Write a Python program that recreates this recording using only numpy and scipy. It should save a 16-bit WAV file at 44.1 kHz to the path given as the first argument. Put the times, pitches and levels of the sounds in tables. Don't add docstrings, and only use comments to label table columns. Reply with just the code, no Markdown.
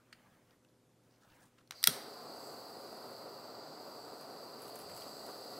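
import sys
import numpy as np
from scipy import signal
from scipy.io import wavfile
from scipy.ndimage import uniform_filter1d

SR = 44100
rng = np.random.default_rng(int(sys.argv[2]) if len(sys.argv) > 2 else 0)


def invert_db(x):
    u = np.asarray(x, float) / 20
    return 10 ** u


def wav_out(sig):
    wavfile.write(sys.argv[1], SR, np.round(np.clip(np.atleast_2d(sig).T, -1, 1) * 32767).astype(np.int16))


N = 246737
TIME = np.arange(N) / SR
HZ = np.fft.rfftfreq(1024, 1 / SR)[:, None]
FRAMES = np.arange(N // 256 + 5) * 256 / SR
LIGHT_S = 1.8838

# frequency in Hz, level in dB per Hz.
ROOM_HISS = [(20, -23.5), (50, -17.5), (120, -3.5), (300, -2.5), (600, -11), (1200, -16), (2500, -23),
             (6000, -24), (12000, -28), (13500, -31), (16000, -35)]
# frequency in Hz, level in dB.
APPLIANCE_TONES = [(118.4, -78.5), (242.2, -82), (387.6, -85.5), (511.4, -81.5), (597.5, -90)]
# middle in seconds, length in seconds, level in dB.
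SLEEVE_RUBS = [
    (-.05, 0.2, -75),
    (.25, 0.61, -70.5),
    (.52, 0.12, -73.5),
    (1.1, 0.23, -77),
    (1.35, 0.38, -67),
    (1.6, .1, -74.5),
]
# frequency in Hz, level in dB.
CLOTH = [(250, -1), (800, 0.5), (1500, 0), (2600, -8.0), (6000, -18)]
# start in seconds, length in seconds, centre in Hz, width in Hz, level in dB.
FINGER_SLIPS = [(.14, .157, 1900, 700, -79), (.33, .06, 8500, 900, -88), (.316, .071, 2200, 2200, -79.5),
                (.35, .04, 1800, 300, -78), (1.03, .03, 6000, 8000, -82), (1.085, .1, 5000, 2200, -80),
                (1.21, .06, 1450, 450, -73), (1.2, .065, 5000, 5000, -76), (1.28, .07, 3520, 2500, -76),
                (1.34, .035, 7000, 8000, -74), (1.395, .095, 8750, 1000, -82),
                (1.385, .115, 6500, 8000, -74), (1.4, .025, 13500, 3000, -81),
                (1.575, .068, 1390, 500, -74), (1.574, .056, 3600, 2800, -78)]
# start in seconds, peak in dB, rise in ms, time to fall by 60 dB in seconds.
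CLICKS = [(0.1245, -39.5, 3.9, 0.032), (.508, -60, .5, .008), (0.6476, -61, .5, .01), (.687, -64, .5, .008),
          (1.582, -61.5, .5, 0.037), (1.6746, -57, .5, .01), (1.7084, -27, .4, 0.0095),
          (1.7202, -40.5, .8, .015), (1.8286, -26, .8, 0.0043), (1.8394, -8.5, 0.87, 0.0063),
          (1.8726, -2.6, 0.18, 0.0115)]
STRUCK_PART = [0, 4, 5, 4, 5, 4, 1, 0, 3, 2, 3]
# frequency in Hz, width in Hz, level in dB.
PARTS = [
    [(1650, 390, 4.5), (3020, 240, 1.5), (4210, 390, -1), (4850, 220, 0), (6570, 900, -11), (8800, 470, -7),
     (12100, 2500, -18)],
    [(740, 540, -6.5), (1460, 500, -1), (2130, 150, -2), (3000, 510, 0.5), (3970, 1000, 3),
     (5870, 550, 1.5), (9500, 970, -4.5), (11600, 1800, -4.5), (14500, 1800, -12)],
    [(1890, 180, -21.5), (3430, 660, -11.5), (4840, 1330, -4.5), (5900, 1100, -7.5), (6800, 1300, -18),
     (8580, 770, -11.5), (12100, 1200, -18), (15200, 1100, -16)],
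    [(1350, 180, -5), (2430, 510, -8.5), (3750, 510, -1), (5630, 450, -1.5), (8830, 600, 0),
     (10900, 1330, 0.5), (13040, 790, 0), (14730, 1100, -2.5)],
    [(4300, 2000, 13), (6300, 1200, 3), (9000, 1500, -13)],
    [(1500, 600, -5.5), (2720, 740, -2), (4500, 1200, -14), (7000, 2200, -9)],
]
PART_LOWEST_HZ = [650, 450, 1180, 320, 2500, 1210]
# frequency in Hz, level in dB, time to fall by 60 dB in seconds.
METAL_RING = [
    (1330, -15.5, .018),
    (3300, -19.5, .03),
]
# middle in seconds, length in seconds, level in dB.
ARM_SHIFTS = [
    (.32, 0.24, -69),
    (1.42, .15, -78),
    (4.9, 0.41, -63),
    (5.2, 0.35, -66),
]
# frequency in Hz, level in dB.
COLD_RUSH = [(300, -1), (700, 7.5), (1400, 7), (2500, -16), (5000, -29)]
# frequency in Hz, width in Hz, level in dB.
TUBE_MODES = [(1940, 150, -13.5), (2720, 370, -20.5), (4210, 470, -6), (4673, 584, 1), (6220, 1600, -5),
              (7890, 1130, 0), (9100, 3600, -10.5), (11000, 1950, 0.5), (13370, 1900, 1.5),
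              (15170, 1400, -2.5)]
# time in seconds, level in dB.
GAS_FLOW = [
    (1.75, -60.5),
    (1.81, -56),
    (1.83, -57.5),
    (2.12, -57),
    (2.47, -57),
    (4.1, -58),
    (4.9, -57.5),
    (5.03, -54),
    (5.14, -55),
    (5.59, -54),
]
# middle in seconds, length in seconds, lift in dB.
TUBE_SWINGS = [
    (2.47, .2, 5),
    (4.056, 0.27, 1.5),
    (4.93, 0.19, 4.5),
    (5.174, 0.21, 4),
]
# time in seconds, frequency in Hz, depth from 0 to 1.
PLATE_SHADOW = [(1.9, 11000, .25), (2.1, 11200, .4), (2.27, 13400, .4), (2.45, 14500, .4),
                (3.1, 14300, .38), (3.8, 15300, .45), (4.1, 13100, .25), (4.5, 12800, .3), (5.6, 14300, .2)]
HAND_TREMOR = [
    (1.7, .012),
    (3.1, .009),
    (5.3, .006),
]
# frequency in Hz, level in dB per Hz.
FLAME_ROAR = [(40, -38), (70, -48), (118, -15.5), (210, -7.5), (300, -2.5), (450, -3.5), (750, -3),
              (900, -6), (1400, -8.5), (1660, -19.5), (2200, -24.5), (3500, -30.5), (6000, -47)]
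# frequency in Hz, width in Hz, lift in dB.
ROOM_MODES = [(246.5, 62, 0), (429.3, 15, 5), (568, 33, 7), (700, 32, 4), (715, 20, 6)]
# middle in seconds, length in seconds, lift in dB.
FLAME_LICKS = [
    (2.304, 0.26, 1),
    (3.29, 0.35, 0.3),
    (5.282, 0.052, 4),
    (5.6, .03, 3),
]
# start in seconds, peak in dB.
SUGAR_SPITS = [(4.2098, -48), (4.6194, -44), (4.636, -47.5), (4.6544, -57), (4.6794, -46), (4.6916, -50),
               (4.7561, -39), (4.791, -43), (4.8094, -54), (4.9643, -45), (4.9757, -41), (5.008, -43),
               (5.0344, -49), (5.2644, -46), (5.309, -50)]
# start in seconds, peak in dB, centre in Hz, time to fall by 60 dB in seconds.
SYRUP_BUBBLES = [
    (4.896, -47, 2000, 0.056),
    (4.915, -54, 2100, .04),
    (5.02, -46, 3000, 0.031),
    (5.265, -54, 2800, .03),
]
# middle in seconds, length in seconds, level in dB.
SIZZLE_SPELLS = [
    (4.22, .06, -68),
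    (4.65, 0.17, -60),
    (4.79, 0.22, -63),
    (4.98, 0.25, -67),
    (5.28, .15, -72),
    (5.55, .2, -74),
]
# delay in ms, level in dB.
ECHOES = [
    (7.8, -23),
    (9.3, -25.5),
    (12.6, -27),
    (19.3, -21.5),
    (26, -25.5),
]
# frequency in Hz, time to fall by 60 dB in seconds.
ROOM_DECAY = [(125, 0.51), (500, 0.55), (2000, 0.75), (6000, 0.45), (15000, 0.34)]
# frequency in Hz, level in dB against the sound.
TRACK_DIFFERENCE = [(60, -48), (1200, -57), (2400, -33.5), (4400, -20.5), (8000, -18), (15000, -8.5)]


def evened(x):
    return x / np.sqrt(np.mean(x ** 2) + 1e-20)


def read(points, hz):
    f, value = np.transpose(points)
    return np.interp(np.log(hz + 1), np.log(f + 1), value)


def add(mix, s, sound):
    part = mix[round(s * SR):][:len(sound)]
    part += sound[:len(part)]


def resonate(x, hz, width):
    pole = np.exp((2j * np.pi * hz - np.pi * width) / SR)
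    return 2 * signal.lfilter([1 - abs(pole)], [1, -pole], x).real


def peak(hz, width):
    return 1 / (1 + (2 * (HZ - hz) / width) ** 2)


def bump(t, middle, length):
    return np.exp(-(2 * (t - middle) / length) ** 2)


def spells(rows):
    return sum(invert_db(db) * bump(TIME, s, length) ** 2 for s, length, db in rows)


def wander(seconds):
    size = max(int(seconds * SR), 2)
    drift = uniform_filter1d(rng.standard_normal(N), size)
    return evened(uniform_filter1d(drift, size))


def noise(magnitude, patchy_db, frames=8):
    a, b, patches = rng.standard_normal((len(FRAMES), len(HZ), 3)).T
    patches = uniform_filter1d(patches, size=10, axis=0)
    patches = evened(uniform_filter1d(patches, frames, axis=1))
    z = (a + 1j * b) * magnitude * invert_db(patchy_db * patches)
    return signal.istft(z, nperseg=1024, noverlap=768)[1][:N]


def background():
    hiss = invert_db(-72) * evened(noise(invert_db(read(ROOM_HISS, HZ)), patchy_db=0.9))
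    sway = wander(0.041)
    hum = np.zeros(N)
    for k, (hz, db) in enumerate(APPLIANCE_TONES, 1):
        level = invert_db(db + 3 + 1.1 * np.roll(sway, 9000 * k))
        hum += level * np.sin(2 * np.pi * hz * TIME + 0.2 * np.roll(sway, -7000 * k))
    return hiss + hum


def hands():
    out = spells(SLEEVE_RUBS) * evened(noise(invert_db(read(CLOTH, HZ)), patchy_db=3.5))
    out = out * np.clip((1.72 - TIME) / 0.027, 0, 1)
    grain = rng.standard_normal(N) * invert_db(4.7 * wander(0.0042))
    for start, length, hz, width, db in FINGER_SLIPS:
        slip = grain[round(start * SR):][:round(length * SR)]
        slip = resonate(resonate(slip, hz, width), hz, width)
        add(out, start, invert_db(db) * evened(slip) * signal.windows.tukey(len(slip), 0.55))
    return out


def through(knock, part, blur=1):
    sound = invert_db(-14) * evened(knock)
    for k, (hz, width, db) in enumerate(PARTS[part]):
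        sound = sound + (-1) ** k * invert_db(db) * evened(resonate(knock, hz, blur * width))
    return signal.lfilter(*signal.butter(5, PART_LOWEST_HZ[part], "high", fs=SR), sound)


def clicks():
    out, around, t = np.zeros(N), np.zeros(N), TIME[:2000]
    rattles = rng.choice([-1., 1.], (len(CLICKS), len(t)))
    for (s, db, rise_ms, t60), part, rattle in zip(CLICKS, STRUCK_PART, rattles):
        knock = rattle * np.clip(1000 * t / rise_ms, 0, 1) ** 2 * invert_db(-60 * t / t60)
        click = through(knock, part)
        click = invert_db(db) * click / abs(click).max()
        add(out, s, click)
        spread = through(1. * (t == 0), part, blur=2.1)
        add(around, s, evened(spread) * np.std(click))
    ring = sum(invert_db(db - 60 * t / t60) * np.sin(2 * np.pi * hz * t) for hz, db, t60 in METAL_RING)
    strike_s = CLICKS[-1][0]
    add(out, strike_s, ring * np.clip(t / 0.00057, 0, 1))
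    add(around, strike_s, 0.35 * ring)
    return out, around


def table():
    return spells(ARM_SHIFTS) * evened(noise(peak(161, 130) ** 2, patchy_db=1.0))


def cold_gas():
    colour = invert_db(read(COLD_RUSH, HZ)) + 0.7 * peak(6100, 700)
    flowing = np.clip((TIME - 1.712) / 0.011, 0, 1) * (TIME < LIGHT_S)
    return flowing * invert_db(-64) * evened(noise(colour, patchy_db=-4.0))


def jet():
    swing_db = sum(db * bump(FRAMES, s, length) for s, length, db in TUBE_SWINGS)
    cold = FRAMES < LIGHT_S
    middle_db = -11 + swing_db * (0.3 + 0.88 * peak(7860, 1500))
    top_db = -10.5 + 0.24 * swing_db - 4.5 * cold
    power = [(invert_db(db) * peak(hz, width)) ** 2 for hz, width, db in TUBE_MODES]
    low, middle, top = (sum(part) / np.sum(part) for part in (power[:4], power[4:6], power[6:]))
    tube = np.sqrt(low + invert_db(2 * middle_db) * middle + invert_db(2 * top_db) * top)
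    s, hz, depth = np.transpose(PLATE_SHADOW)
    hz, depth = np.interp(FRAMES, s, hz), np.interp(FRAMES, s, depth)
    hz = hz * (1 + sum(share * np.sin(2 * np.pi * rate * FRAMES) for rate, share in HAND_TREMOR))
    detour_cycles = 6.5
    reflection = depth * np.minimum(HZ / 13500, 1) ** 3.5 * np.exp(2j * np.pi * detour_cycles * HZ / hz)
    tube = tube * abs(1 + reflection)
    tube = tube * (1 - 0.55 * bump(FRAMES, 3.58, 0.55) * peak(11000, 3200))
    tube = tube * (1 - 0.63 * cold * (peak(7750, 1500) + peak(2300, 1500)))
    gas = evened(noise(tube, patchy_db=0.47, frames=40))
    valve = np.clip((TIME - 1.735) / 0.02, 0, 1)
    flow_db = np.interp(TIME, *np.transpose(GAS_FLOW)) + 0.3 + 0.6 * wander(0.0031)
    return valve * invert_db(flow_db) * gas


def flame():
    age = np.maximum(TIME - LIGHT_S, 0)
    pop_db, pop_top_hz, pop_t60 = -41, 450, 0.12
    puff = signal.lfilter(*signal.butter(2, [90, pop_top_hz], "band", fs=SR), rng.standard_normal(N))
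    puff = evened(puff) * invert_db(pop_db - 60 * age / pop_t60) * np.clip(age / 0.0012, 0, 1)
    push_db, push_s = -34, 0.0006
    u = age / push_s
    push = invert_db(push_db) * u * (2 - u) * np.exp(-u) * 2
    colour_db = read(FLAME_ROAR, HZ) + sum(db * peak(hz, width) for hz, width, db in ROOM_MODES)
    roar = evened(noise(invert_db(colour_db), patchy_db=0.13))
    level_db = -51.5 + 0.94 * wander(0.0093) - 0.08 * wander(0.063)
    level_db = level_db + sum(db * bump(TIME, s, length) for s, length, db in FLAME_LICKS)
    return np.clip(age / 0.035, 0, 1) * invert_db(level_db) * roar + puff + push


def sugar():
    out, t = np.zeros(N), TIME[:2000]
    spit_hz, spit_t60 = 11000, 0.038
    bursts = [(*row, spit_hz, spit_t60) for row in SUGAR_SPITS] + SYRUP_BUBBLES
    puffs = rng.standard_normal((len(bursts), len(t)))
    for (s, db, hz, t60), puff in zip(bursts, puffs):
        colour = evened(resonate(puff, hz, 0.4 * hz)) + 0.51 * puff
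        burst = colour * invert_db(-60 * t / t60) * np.clip(t / 0.0011, 0, 1)
        add(out, s - 0.001, invert_db(db) * burst / abs(burst).max())
    return out


def sizzle():
    grains = (rng.random(N) < 900 / SR) * invert_db(3.7 * np.minimum(rng.exponential(1, N), 4))
    fade = invert_db(-60 * TIME[:300] / 0.006)
    puffs = signal.oaconvolve(grains, fade)[:N] * rng.standard_normal(N)
    bright = resonate(puffs, 11000, 3500) + 0.74 * resonate(puffs, 2800, 1500)
    return spells(SIZZLE_SPELLS) * evened(bright)


def room(x, around, tail_db):
    taps, echoes = np.zeros(SR // 2), np.zeros(SR // 2)
    at = np.arange(130, len(taps) - 10, 10)
    taps[at + rng.integers(0, 10, len(at))] = rng.choice([-1., 1.], len(at))
    hz, t, z = signal.stft(taps, SR, nperseg=256)
    tail = signal.istft(z * invert_db(-60 * t / read(ROOM_DECAY, hz)[:, None]), SR, nperseg=256)[1]
    tail = invert_db(tail_db) * tail / np.linalg.norm(tail)
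    for ms, db in [(0, 0)] + ECHOES:
        add(echoes, ms / 1000, invert_db([db]))
    return signal.fftconvolve(x, echoes)[:N] + signal.fftconvolve(around, tail)[:N]


def scene():
    burning = sugar() + sizzle() + jet() + flame()
    near = room(*clicks(), tail_db=-14.0) + room(burning, burning, tail_db=-11.5)
    near = signal.lfilter(*signal.butter(2, 70, "high", fs=SR), near)
    return np.tile(near + cold_gas() + hands() + background() + table(), (2, 1))


def gate(x):
    hz, _, z = signal.stft(x, SR, nperseg=2048)
    bands = (abs(z[0, :1024]) ** 2).reshape(32, 32, -1).mean(axis=1)
    faint = np.repeat(bands < invert_db(2 * -116.3), 32, axis=0)
    faint = np.vstack([faint, faint[-1:]])
    keep = 1 - faint * (hz > 12900)[:, None]
    return signal.istft(z * keep, SR, nperseg=2048)[1][:, :N]


def roll_off(x):
    return signal.sosfilt(signal.butter(12, 17150, fs=SR, output="sos"), x)


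def record(dry):
    hz, _, z = signal.stft(dry[0], SR, nperseg=256)
    grain = z * np.exp(2j * np.pi * rng.random(z.T.shape).T) * invert_db(read(TRACK_DIFFERENCE, hz))[:, None]
    side = signal.istft(grain, SR, nperseg=256)[1][:N]
    hiss = signal.lfilter(*signal.butter(4, [2500, 12800], "band", fs=SR), rng.standard_normal(N))
    side = side + invert_db(-89.5) * hiss
    edge = signal.firwin(1023, 15800, window=("kaiser", 9), fs=SR)
    mix = signal.oaconvolve(gate(dry + [side, -side]), edge[None], "same")
    return roll_off(mix)


dry = scene()
out = record(dry)
wav_out(out)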